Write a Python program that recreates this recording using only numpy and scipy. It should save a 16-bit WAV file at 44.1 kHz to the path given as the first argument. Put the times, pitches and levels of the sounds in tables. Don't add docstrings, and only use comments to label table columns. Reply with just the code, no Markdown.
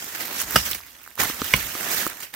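import sys
import numpy as np
from scipy import signal
from scipy.fft import rfft, irfft, next_fast_len
from scipy.io import wavfile
from scipy.ndimage import uniform_filter1d, map_coordinates

SR = 44100
rng = np.random.default_rng(int(sys.argv[2]) if len(sys.argv) > 2 else 0)


def rack_gain(trim_db):
    fader = np.asarray(trim_db, float)
    return 10 ** (fader / 20)


def digitize_waveform(pressure):
    field = np.atleast_2d(pressure).T
    bounded = np.clip(field, -1, 1)
    quanta = np.round(bounded * 32767).astype(np.int16)
    wavfile.write(sys.argv[1], SR, quanta)


N = 103635


def unit(x):
    return x / np.sqrt(np.mean(x ** 2) + 1e-20)


def along(points, hz):
    f, v = np.transpose(points)
    return np.interp(np.log(hz + 1), np.log(f + 1), v)


def wobble(rate):
    knots = rng.standard_normal(int(N * rate / SR) + 4)
    return map_coordinates(knots, [np.arange(N) * rate / SR])


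def noise():
    return rng.standard_normal((2, N))


def filtered(x, response):
    m = next_fast_len(N + 8192)
    return irfft(rfft(x, m) * response(np.fft.rfftfreq(m, 1 / SR)), m)[..., :N]


def spread(pair, spectrum):
    # (f/Hz, correlation/1)
    likeness = [(60, 0.7), (180, 0.97), (550, 0.86), (1650, 0.12), (4970, 0.16), (15000, -0.19)]

    def mid_side(hz):
        turn = np.arccos(np.clip(along(likeness, hz), 0, 1)) / 2
        return rack_gain(along(spectrum, hz)) * [np.cos(turn), np.sin(turn)]

    mid, side = filtered(pair, mid_side)
    return unit(np.array([mid + side, mid - side]))


def add(track, s, sound):
    part = track[..., round(s * SR):][..., :sound.shape[-1]]
    part += sound[..., :part.shape[-1]]


def onset(t, rise_s):
    return 1 - np.exp(-t / rise_s)


def ring(t, hz, t60, rise_s):
    return np.sin(2 * np.pi * hz * t) * rack_gain(-60 * t / t60) * onset(t, rise_s)


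def swells(rows):
    t = np.arange(N) / SR
    gain = 0
    for at, db, rise, fall in rows:
        slope_db = np.where(t < at, 20 * (t - at) / rise, -60 * (t - at) / fall)
        gain = gain + rack_gain(db + slope_db)
    return gain


def forest_air():
    # (f/Hz, density/dB)
    air_colour = [(24, -39.5), (40, 0), (802, -29), (909, -11), (1460, -27), (3010, 10), (5490, -25),
                  (14500, -16), (15700, 6)]
    return rack_gain(-66 + 1.6 * wobble(15.0)) * spread(noise(), air_colour)


def cracks():
    grains_per_s, spread_db, grain_db, patch_db = 2500, 6.5, -3.5, 2.13
    draw = rng.random((2, N, 2))
    strength = rack_gain(-spread_db * np.log(draw[..., 1] + 0.015))
    starts = (draw[..., 0] < grains_per_s / SR) * strength
    grains = signal.lfilter([1], [1, -.9], starts) * noise()
    z = signal.stft(noise() + rack_gain(grain_db) * unit(grains), nperseg=256)[2]
    patches = uniform_filter1d(rng.standard_normal(z.shape[1:]), size=4, axis=0)
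    patches = uniform_filter1d(patches, size=8, axis=1)
    return signal.istft(z * rack_gain(patch_db * unit(patches)), nperseg=256)[1][:, :N]


def leaves():
    # (t/s, leaf strength/dB, weight on the ground/dB, crispness/dB)
    shuffle = [(0, -36.5, -1, 2.5), (0.329, -32, -1, -12), (.41, -25.5, -3, 3.5), (.46, -38, 2.5, 2.5),
               (.57, -24.5, -3, -1.5), (.62, -31.5, -4.5, -2), (.72, -33.5, -6.5, -3),
               (0.821, -45, -5.5, -5), (1.168, -50.5, 2, -2), (1.199, -22.5, 2.5, -3.5),
               (1.339, -34, -2, -2.5), (1.56, -27.5, -3, -4), (1.71, -32.5, -3.5, -2), (1.88, -29, 2, 1),
               (2.001, -23, -5.5, -2), (2.142, -41, 3, -3), (2.23, -44, -3, -1.5), (2.31, -52.5, -1.5, -8)]
    # (t/s, level/dB, rise/s, fall t60/s)
    crushes = [(.15, -30, 0.005, 0.027), (0.21, -30.5, 0.02, 0.12), (.41, -44, 0.016, 0.097),
               (0.66, -28.5, 0.012, 0.19), (0.713, -24, 0.0023, 0.035), (0.748, -27.5, 0.0024, 0.043),
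               (1.2, -30.5, 0.0069, 0.28), (1.235, -40, 0.0024, 0.033), (1.298, -36, 0.0058, 0.034),
               (1.627, -55, 0.0044, 0.038), (1.915, -37, 0.0058, 0.13), (2.205, -36.5, 0.0043, 0.074),
               (2.231, -33.5, 0.0059, 0.14), (2.34, -34.5, 0.0091, 0.16)]
    # (t/s, level/dB, rise/s, fall t60/s)
    booms = [
        (.12, -66, 0.074, 0.82),
        (.46, -48, .04, 0.33),
        (.57, -34.5, 0.027, 0.4),
        (.76, -52, 0.057, 0.15),
        (1.23, -40.5, 0.024, 0.44),
        (1.44, -39.5, 0.025, 0.12),
        (1.55, -32.5, 0.012, 0.35),
        (1.66, -51, .05, 0.39),
        (1.97, -55, .08, 0.5),
    ]
    # (f/Hz, density/dB)
    leaf_colour = [(470, -15), (800, -15), (1270, -5.5), (1800, 0.5), (3430, -4), (6000, -4.5),
                   (10500, -10.5), (13500, -2), (15800, -7)]
    crisp_colour = [(2500, -19), (4000, -8.5), (6000, 7), (10000, 1), (12500, -11)]
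    ground_colour = [(65, -32), (110, -5.5), (130, -7.5), (247, -1), (446, -4), (1500, -3), (1950, -5.5),
                     (3300, -120)]
    soil_colour = [(22, -60), (38, -11), (55, -1.5), (95, -6), (140, -12.5), (220, -25), (400, -72)]
    # (level/dB, level/dB)
    feet_pan_db = (1, -1)

    s, *cols = np.transpose(shuffle)
    strength_db, weight_db, crisp_db = (np.interp(np.arange(N) / SR, s, c) for c in cols)
    gain = rack_gain(strength_db + 0.23 * wobble(29.83) + 1.06 * wobble(220)) + swells(crushes)
    crackle = spread(cracks(), leaf_colour) + rack_gain(-7.5 + crisp_db) * spread(cracks(), crisp_colour)
    ground = spread(noise() * rack_gain(2 * wobble(39.78)), ground_colour)
    soil = unit(filtered(rng.standard_normal(N), lambda hz: rack_gain(along(soil_colour, hz))))
    boom = (swells(booms) + rack_gain(-66)) * soil
    pan_db = np.linspace(*feet_pan_db, N) * np.array([[.5], [-.5]])
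    return gain * (crackle * rack_gain(pan_db) + rack_gain(-9 + weight_db) * ground) + boom


def ribs():
    # (t/s, peak level/dB, t60/s)
    ticks = [(0.043, -17, 0.013), (0.1256, -22, 0.013), (0.2618, -26, 0.013), (0.3306, -17, 0.013),
             (0.3845, -14, 0.016), (0.402, -15, 0.014), (0.4145, -9, 0.013), (0.5214, -14, 0.013),
             (0.7134, -6, 0.013), (0.7458, -10, 0.012), (0.7811, -22, 0.015), (0.7927, -27, 0.013),
             (1.1837, -23, 0.013), (1.215, -6, 0.0086), (1.5628, -6.5, 0.012), (1.6777, -18, 0.011),
             (1.808, -18, 0.013), (1.8422, -14, 0.015), (1.9126, -7, 0.013), (1.9444, -9, 0.015),
             (1.9764, -19, 0.013), (1.9974, -13, 0.013), (2.0064, -16, 0.013), (2.0394, -27, 0.013),
             (2.0654, -9.5, 0.016), (2.0749, -9, 0.017), (2.099, -15, 0.013), (2.2054, -19, 0.013),
             (2.224, -17, 0.013), (2.235, -27, 0.013), (2.3351, -34, 0.013)]
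    # (f/Hz, density/dB)
    rib_colour = [(2000, -14), (5000, -20), (9000, -3), (13500, -9), (15800, 4)]
    gain = np.zeros(N)
    for s, db, t60 in ticks:
        since = np.maximum(np.arange(N) / SR - s, 0)
        gain += rack_gain(db - 2.5 - 60 * since / t60) * onset(since, .0006)
    return gain * spread(noise(), rib_colour)


def twigs():
    # (t/s, peak level/dB, f/Hz, fizz/dB)
    snaps = [(.149, -24, 1970, 6), (.415, -14, 1570, 17), (0.507, -17, 1560, 19), (0.66, -17, 2080, -10),
             (0.731, -2, 3600, -8), (.749, -15, 2600, 8), (.718, -14, 3000, -4), (.782, -30, 1710, 0),
             (.789, -28, 1600, 0), (.803, -28.5, 1180, 9), (.81, -18, 5000, -5), (.834, -27, 2310, 0),
             (.865, -33, 1786, 13), (1.014, -51, 1140, 21), (1.032, -40, 1470, 20), (1.062, -28.5, 1350, 8),
             (1.075, -21.5, 1440, 7), (1.104, -32, 3190, 13), (1.112, -30, 2200, 2), (1.153, -32, 2510, 19),
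             (1.163, -36, 2980, 16), (1.177, -20, 1140, 5), (1.2, -6.5, 1910, -13), (1.234, -12, 1110, 18),
             (1.343, -28, 2090, 20), (1.443, -15.5, 3000, 12), (1.527, -17, 2200, -5),
             (1.627, -12.5, 1960, 7), (1.808, -16, 1880, 11), (2.03, -12, 1640, -6), (2.1, -18, 1910, 0),
             (2.118, -22.5, 1780, -5), (2.225, -20, 2120, -4), (2.339, -22, 1690, -3)]
    rise_s, lag_s, fizz_t60 = 0.00022, .0013, 0.0066
    out, t = np.zeros((2, N)), np.arange(SR // 20) / SR
    for s, db, hz, fizz_db in snaps:
        bright = np.diff(rng.standard_normal((2, len(t) + 2)), 2)
        fizz = bright * rack_gain(fizz_db - 17.5 - 60 * t / fizz_t60) * onset(t, rise_s)
        add(out, s + lag_s, rack_gain(db) * (ring(t, hz, 7 / hz, rise_s) + fizz))
    return out


def knocks():
    # (t/s, peak level/dB, thud f/Hz, click/dB, tick/dB)
    knock_rows = [
        (.547, -21.5, 203, 0, -21),
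        (1.255, -22, 244, 4, -12),
        (1.299, -19.5, 302, 4.5, -21),
        (1.418, -13, 278, 4.5, -0.5),
        (1.752, -23, 338, 6.5, 1.5),
        (2.066, -16, 338, 8, -16),
    ]
    thud_t60, tick_hz, tick_lead_s = 0.02, 4470, .0012
    out, t = np.zeros((2, N)), np.arange(SR // 20) / SR
    for s, db, hz, click_db, tick_db in knock_rows:
        thud = ring(t, hz, thud_t60, 0.00075) + 0.5 * ring(t, 1.514 * hz, thud_t60, 0.00056)
        click = rack_gain(click_db) * ring(t, 1243, 0.0083, 0.00049)
        tick = sum(ring(t, tick_hz * k, 0.0053, 0.00039) for k in (.7, .9, 1.15, 1.35))
        add(out, s, -rack_gain(db) * (thud + click))
        add(out, s - tick_lead_s, rack_gain(db + tick_db) * tick)
    return out


def echo(x):
    # (f/Hz, t60/s)
    woods = [(200, 0.091), (2000, 0.06), (6000, 0.34), (14000, 0.082)]
    mono_hz = 500
    hz, t, z = signal.stft(rng.standard_normal((2, SR // 2)), SR, nperseg=128)
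    tail = signal.istft(z * rack_gain(-60 * t / along(woods, hz)[:, None]), SR, nperseg=128)[1]
    side = signal.lfilter(*signal.butter(2, mono_hz, 'high', fs=SR), tail[0] - tail[1]) / 2
    tail = tail.mean(axis=0) + np.array([side, -side])
    return signal.fftconvolve(x, tail / np.linalg.norm(tail[0]), axes=1)


def trunk_thump(t):
    # (f/Hz, level/dB, t60/s)
    trunk = [(136, 4.5, 0.04), (189, -6.5, 0.088), (286, 0, 0.013), (458, -11, 0.013)]
    sag, sag_s, rise_s = 0.38, 0.0043, 0.0034
    bent = t + sag * sag_s * onset(t, sag_s)
    return sum(rack_gain(level) * ring(bent, hz, t60, rise_s) for hz, level, t60 in trunk)


def hatchet():
    # (t/s, level/dB, bite/s, thump/dB, splinters/dB, echo/dB)
    chops = [
        (0.5575, -9.5, 0.0062, -13, -12.5, -21),
        (1.5364, -6.5, 0.003, -14, -17.5, -23),
    ]
    # (f/Hz, level/dB, t60/s)
    cuts = [
        [(1246, -0.5, 0.0082), (1604, -6, 0.0038), (2930, -2.5, 0.0064), (615, -12, 0.0033), (904, -9, 0.006),
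         (5020, -8, 0.036), (5395, -10.5, 0.045), (5710, -13, 0.021), (9710, -21, 0.033)],
        [(2200, 2.5, 0.01), (2510, -7.5, 0.016), (2865, -5, 0.018), (1030, -9.5, 0.022), (3396, -10.5, 0.019),
         (530, -14, 0.022), (5670, -14.5, 0.019)],
    ]
    bark_db = (0, -3)
    bite_rise_s, splinter_t60, bark_hz, bark_t60 = 0.0009, 0.013, 2600, 0.042
    waver = .085
    thump_lag_s, echo_lag_s = .0056, 0.0028

    out, t = np.zeros((2, N)), np.arange(SR // 4) / SR
    for (s, db, bite_s, thump_db, splinter_db, echo_db), modes, crush_db in zip(chops, cuts, bark_db):
        after = np.maximum(t - bite_s, 0)
        unsteady = rng.standard_normal((len(modes), len(t))) * np.where(t < bite_s, 1, .4)
        slips = waver * np.cumsum(unsteady, axis=1)
        cut = np.zeros(len(t))
        for (hz, level, t60), slip in zip(modes, slips):
            cut += rack_gain(level - 60 * after / t60) * np.sin(2 * np.pi * hz * t + slip)
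        bark = signal.lfilter(*signal.butter(2, bark_hz, fs=SR), rng.standard_normal(len(t)))
        bark = bark * rack_gain(crush_db - 60 * after / bark_t60)
        splinters = rack_gain(splinter_db - 60 * after / splinter_t60) * rng.standard_normal((2, len(t)))
        blow = onset(t, bite_rise_s) * (rack_gain(db) * (cut + bark) + splinters)
        add(out, s, blow)
        add(out, s + thump_lag_s, rack_gain(thump_db) * trunk_thump(t))
        add(out, s + echo_lag_s, rack_gain(echo_db + 14.0) * echo(blow))
    return out


def scene():
    return forest_air() + leaves() + ribs() + twigs() + knocks() + hatchet()


def starved(x):
    # (t/s, length/s, f/Hz)
    holes = [(0, .05, 4300), (0, .04, 3000), (1.26, .09, 4700), (1.34, .03, 2950), (1.34, .04, 3500),
             (1.34, .03, 4000), (1.36, .04, 7450), (1.51, .02, 5300), (1.58, .1, 4320), (2.11, .085, 4750),
             (2.22, .05, 3520), (2.255, .03, 4300), (.76, .04, 7400)]
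    half_width_hz, depth_db = 90, -22
    hz, t, z = signal.stft(x, SR, nperseg=1024, noverlap=768)
    missing = 0
    for s, length, at_hz in holes:
        missing = missing + np.outer(abs(hz - at_hz) < half_width_hz, (t > s) & (t < s + length))
    return signal.istft(z * rack_gain(depth_db * missing), SR, nperseg=1024, noverlap=768)[1][:, :N]


def low_pass(x):
    return signal.sosfilt(signal.butter(12, 15830, fs=SR, output="sos"), x)


def record(dry):
    # (f/Hz, level/dB)
    lean = [(60, -1.5), (150, 0), (380, 0.5), (950, -6.5), (2380, -6.5), (5980, -0.5), (15000, -11)]
    low_cut_hz, top_hz = 36, 15830

    def ports(hz):
        balance = rack_gain(along(lean, hz) * np.array([[.5], [-.5]]))
        return balance * (hz < top_hz) / (1 + (low_cut_hz / (hz + 1)) ** 4)

    x = filtered(dry, ports)
    x = x / (1 + np.abs(x) ** 8) ** (1 / 8)
    mix = starved(x)
    return low_pass(mix)


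dry = scene()
out = record(dry)
digitize_waveform(out)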